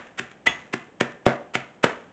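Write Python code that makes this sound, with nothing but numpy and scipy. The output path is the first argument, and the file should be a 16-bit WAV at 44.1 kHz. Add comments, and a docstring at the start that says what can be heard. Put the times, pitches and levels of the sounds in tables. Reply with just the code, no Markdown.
"""First the last ringing and rustling of a blow just landed, then seven more blows about 0.3 s apart:
a metal meat mallet pounds walnuts in a plastic bag on a tiled kitchen floor, heard from close above.
Random clicks make the crunching nuts and rustling bag; damped sines make the thud, crack, tile and mallet.
Dying noise makes the room's answer, steady noise the room tone; the loudest landings overload the recorder."""
import sys
import numpy as np
from scipy import signal
from scipy.fft import rfft, irfft, next_fast_len
from scipy.io import wavfile

SR = 44100
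rng = np.random.default_rng(int(sys.argv[2]) if len(sys.argv) > 2 else 0)


def digitize_waveform(pressure):
    """Quantize a signal to 16-bit integers and store it at the path in sys.argv[1].

    Rows of a 2-D input are taken as channels; values are limited to [-1, 1].
    """
    field = np.atleast_2d(pressure).T
    bounded = np.clip(field, -1, 1)
    quanta = np.round(bounded * 32767).astype(np.int16)
    wavfile.write(sys.argv[1], SR, quanta)


def how_loud(loudness_db):
    """Turn decibels into a plain amplitude multiplier (0 dB gives 1, 20 dB gives 10)."""
    steps = np.asarray(loudness_db, float) / 20
    return 10 ** steps


N = 93492

# steady room tone, its balance from low to high: pitch_hz, level_db
ROOM_TONE = [(15, -51), (25, -22), (175, 3.5), (786, -3), (1010, -10.5), (3120, -20), (4410, -29.5),
             (7040, -27.5), (9000, -11.5), (11700, -41), (19800, -120)]
# how the kitchen's echoes die at each pitch: pitch_hz, t60_s (time to fall by 60 dB), level_db
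KITCHEN_ECHO = [(80, 0.1, -54.5), (195, 0.42, -10.5), (560, 0.42, -7.5), (1488, 0.48, -8),
                (3240, 0.24, -12.5), (6500, 0.22, -13)]
# tone of the rustling bag film: pitch_hz, level_db
FILM_TONE = [(300, -11), (1000, -11), (2200, -8), (3200, -12), (4600, -28), (7000, -23), (9000, -25.5)]
# short rustles as the film shifts: middle_s, level_db
FILM_SHIFTS = [(0.071, -47.5), (.317, -46), (0.371, -72.5), (.84, -55), (1.121, -42.5), (1.341, -62),
               (1.385, -75), (1.748, -60.5), (1.925, -54)]
# notes of the mallet head: pitch_hz, level_db, t60_s
# its lowest note, a beating pair, starts loud while the tile damps it, then rings on
HEAD_NOTES = [(2008, -23, .44), (2018, -28, .4), (2008, -2, .032), (2245, -24, .17), (2546, -22, .14),
              (2724, -26, .2), (2950, -25, .14), (3240, -24, .12), (3348, -23, .15), (3480, -25, .12),
              (6557, -36, .28)]
# bare metal meets tile: start_s, level_db
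METAL_HITS = [(.4712, 0), (1.011, -26), (1.841, -28)]
# tone of cracking shells and kernels: pitch_hz, level_db
NUT_TONE = [(150, -60), (400, -7), (900, -4), (1900, 0), (3000, -5), (4500, -18.5), (7000, -17), (9000, -2)]
# blows, the first lands before the start: landing_s, crush_length_s, crunch_db, bag_settling_db, tile_ring_db
MALLET_BLOWS = [(-.09, 0.016, -41, -34, -16), (0.196, 0.024, -14.5, -41.5, -17),
                (0.4703, 0.0132, -7.5, -30.5, -15.5), (0.74, 0.016, -13.5, -42, -13.5),
                (1.011, 0.012, -6.5, -39, -5.5), (1.266, 0.013, -9.5, -38, 1.5),
                (1.5561, 0.022, -11, -38.5, -9.5), (1.844, 0.017, -6, -32.5, -20)]
# the landing on the tile, one per blow: start_s, push_db, push_pitch_hz, crack_db, crack_pitch_hz
TILE_LANDINGS = [(-.09, -3.5, 430, 1.5, 1720), (0.196, -34, 330, -13.5, 1800),
                 (0.4713, -6, 950, -15.5, 1416), (0.739, -14, 322, -17.5, 1520),
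                 (1.0108, -3, 457, -3, 1846), (1.265, 7.5, 560, -4.5, 1620),
                 (1.5542, -4.5, 950, -1.5, 2320), (1.8414, 6, 513, 0.5, 1540)]
# notes of the floor tile: pitch_hz, level_db, t60_s
TILE_NOTES = [(133.7, -6.5, 0.24), (183.7, -25, 0.023), (237.5, -5.5, 0.15), (321, -5.5, 0.035),
              (385.5, 1, 0.053), (518, -19.5, .07), (580, -11, 0.24), (628, -13, 0.29), (770, 2.5, 0.04)]

LEAD = SR // 4   # samples made ahead of the start
M = N + LEAD   # samples made in all
T = (np.arange(M) - LEAD) / SR   # seconds from the start
AIR_DB = -51
FIRST_ECHO_S = .004
HEAD_ROOM_DB = -2.5   # how much of the ringing head reaches the room
RUSTLES_PER_S, SETTLE_T60_S, SHIFT_S = 2300, 0.49, 0.0035
# the crunch swells until landing, then dies
CRACKS_PER_S, CRUSH_RISE_DB, CRUSH_FALL_S = 6200, 23.5, 0.0025
CRUMBLE_DB, CRUMBLE_S = -16, 0.016   # broken pieces keep crumbling under the head
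PUSH_T60_CYCLES = 4.9
CRACK_T60_S, CRACK_LEAD = .0045, 26   # the crack comes this many samples before the push
TILE_SPREAD_DB = 1.5   # each blow excites the tile's notes a little differently
# shards jump after a landing, louder when its push is louder
RUBBLE_DB, RUBBLE_S, RUBBLE_PER_S, RUBBLE_T60_S = -26.5, 0.036, 1500, 0.0033
RADIATES_HZ = 129.6   # deeper notes are hardly given off
MIC_LOW_HZ, MIC_STOP_HZ = 40, 8306 * 1.1   # at the upper one the sound is already 60 dB down
OVERLOAD, KNEE = .71, 10.0   # peak limit, and how sharply it sets in


def rms_one(x):
    """Scales to an average strength (rms) of 1."""
    return x / np.sqrt(np.mean(x ** 2) + 1e-20)


def at_hz(points, hz, column=1):
    """Reads a table between its rows, on a log-frequency axis."""
    p = np.array(points)
    return np.interp(np.log(np.maximum(hz, 1)), np.log(p[:, 0]), p[:, column])


def colour(x, spectrum):
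    """Gives the sound a spectrum with a filter that never acts early (minimum phase)."""
    size = next_fast_len(M + 4096)
    hz = np.arange(size // 2 + 1) * SR / size
    cepstrum = irfft(np.log(how_loud(at_hz(spectrum, hz))), size)
    # folding the second half onto the first makes the filter causal
    cepstrum[1:size // 2] *= 2
    cepstrum[size // 2 + 1:] = 0
    return irfft(rfft(x, size) * np.exp(rfft(cepstrum)), size)[:M]


def clicks(s, db):
    """A train of single-sample clicks."""
    out = np.full(M, 1e-18)
    out[LEAD + (np.asarray(s) * SR).astype(int)] = how_loud(db)
    return out


def ring(x, hz, t60):
    """A resonance: a unit click sets a dying sine of starting height 1 ringing."""
    r = how_loud(-60 / (t60 * SR))
    w = 2 * np.pi * hz / SR
    return signal.lfilter([0, np.sin(w)], [1, -2 * r * np.cos(w), r * r], x)


def grains(per_s, size_db, spectrum):
    """Random clicks of uneven size, coloured, at rms 1."""
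    sizes = how_loud(size_db * np.minimum(rng.exponential(1, M), 4)) * rng.choice([-1, 1], M)
    happens = rng.random(M) < per_s / SR
    return rms_one(colour(sizes * happens, spectrum))


def room_tone():
    """The quiet kitchen: steady coloured noise."""
    return how_loud(AIR_DB) * rms_one(colour(rng.standard_normal(M), ROOM_TONE))


def kitchen(x):
    """The room answers with many echoes: noise that dies at its own speed in each band."""
    t = np.arange(SR // 2) / SR
    edges = 60 * 2 ** np.arange(0, 7.6, .5)   # half-octave bands, in Hz
    white = rng.standard_normal((2, len(t)))   # neighbouring bands take turns
    tail = 0
    for k, (low, high) in enumerate(zip(edges, edges[1:])):
        hz = np.sqrt(low * high)
        t60 = at_hz(KITCHEN_ECHO, hz)
        band_filter = signal.butter(2, [low, high], "band", fs=SR, output="sos")
        band = signal.sosfilt(band_filter, white[k % 2])
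        fading = how_loud(at_hz(KITCHEN_ECHO, hz, column=2) - 60 * t / t60)
        even_out = np.sqrt(2 * np.log(1000) / (t60 * SR))   # long tails get no extra energy
        tail = tail + band * fading * even_out
    return signal.fftconvolve(x, tail * np.clip(t / FIRST_ECHO_S - 1, 0, 1))[:M]


def bag():
    """Film and crumbs rustle on after each blow, and shift a few times later."""
    shape = 0
    for s, _, _, db, _ in MALLET_BLOWS:
        shape = shape + how_loud(db - 60 * np.maximum(T - s, 0) / SETTLE_T60_S) * (T > s)
    for s, db in FILM_SHIFTS:
        shape = shape + how_loud(db) * np.exp(-.5 * ((T - s) / SHIFT_S) ** 2)
    return shape * grains(RUSTLES_PER_S, size_db=4.0, spectrum=FILM_TONE)


def head():
    """Where bare metal meets tile, the mallet head rings at its own notes."""
    hits = clicks(*np.transpose(METAL_HITS))
    return sum(ring(hits * how_loud(db), hz, t60) for hz, db, t60 in HEAD_NOTES)


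def nuts():
    """Shells and kernels crackle louder as the head presses down, then die away once it lands."""
    shape = 0
    for s, length, db, _, _ in MALLET_BLOWS:
        swell = how_loud(CRUSH_RISE_DB * np.clip((T - s) / length, -1, 0))
        fade_in = np.clip((T - s + length) / 0.0044, 0, 1)
        after = np.maximum(T - s, 0)
        fall = np.exp(-after / CRUSH_FALL_S) + how_loud(CRUMBLE_DB) * np.exp(-after / CRUMBLE_S)
        shape = shape + how_loud(db) * swell * fade_in * fall
    return shape * grains(CRACKS_PER_S, size_db=2.0, spectrum=NUT_TONE)


def landing():
    """A damped low push that also rings the tile, a short crack, and jumping shards."""
    out = np.zeros(M)
    spread = rng.normal(0, TILE_SPREAD_DB, (len(MALLET_BLOWS), len(TILE_NOTES)))
    for (s, push_db, push_hz, crack_db, crack_hz), blow, odd_db in zip(TILE_LANDINGS, MALLET_BLOWS, spread):
        at = LEAD + int(s * SR)
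        span = slice(at - 100, at + SR // 2)
        hit = clicks([s], [0])[span]
        push = ring(hit, push_hz, PUSH_T60_CYCLES / push_hz)
        drive = push * push_hz / SR   # what the push gives to the tile
        tile = sum(ring(drive, hz, t60) * how_loud(db + odd) for (hz, db, t60), odd in zip(TILE_NOTES, odd_db))
        crack = ring(np.roll(hit, -CRACK_LEAD), crack_hz, CRACK_T60_S)
        jumps = rng.standard_normal(len(hit)) * (rng.random(len(hit)) < RUBBLE_PER_S / SR)
        dying = signal.lfilter([1], [1, -np.exp(-1 / (RUBBLE_S * SR))], hit)
        rubble = rms_one(ring(jumps, crack_hz, RUBBLE_T60_S)) * dying
        out[span] += how_loud(push_db) * (push + how_loud(RUBBLE_DB) * rubble)
        out[span] += how_loud(blow[4]) * tile + how_loud(crack_db) * crack
    return signal.sosfilt(signal.butter(5, RADIATES_HZ, "high", fs=SR, output="sos"), out)


def scene():
    """Blows, their room, and the room tone."""
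    near = nuts() + bag() + landing()
    metal = head()
    echoes = kitchen(near + how_loud(HEAD_ROOM_DB) * metal)
    return (near + metal + echoes + room_tone())[None, LEAD:]


def band_limit(x):
    """A steep low-pass at the top of the band."""
    return signal.sosfilt(signal.butter(12, 15920, fs=SR, output="sos"), x)


def record(dry):
    """The microphone path loses deep bass and all above its top, then loud peaks are flattened."""
    x = signal.sosfilt(signal.butter(2, MIC_LOW_HZ, "high", fs=SR, output="sos"), dry)
    x = signal.sosfilt(signal.cheby2(10, 60, MIC_STOP_HZ, fs=SR, output="sos"), x)
    mix = x / (1 + np.abs(x / OVERLOAD) ** KNEE) ** (1 / KNEE)
    return band_limit(mix)


dry = scene()
out = record(dry)
digitize_waveform(out)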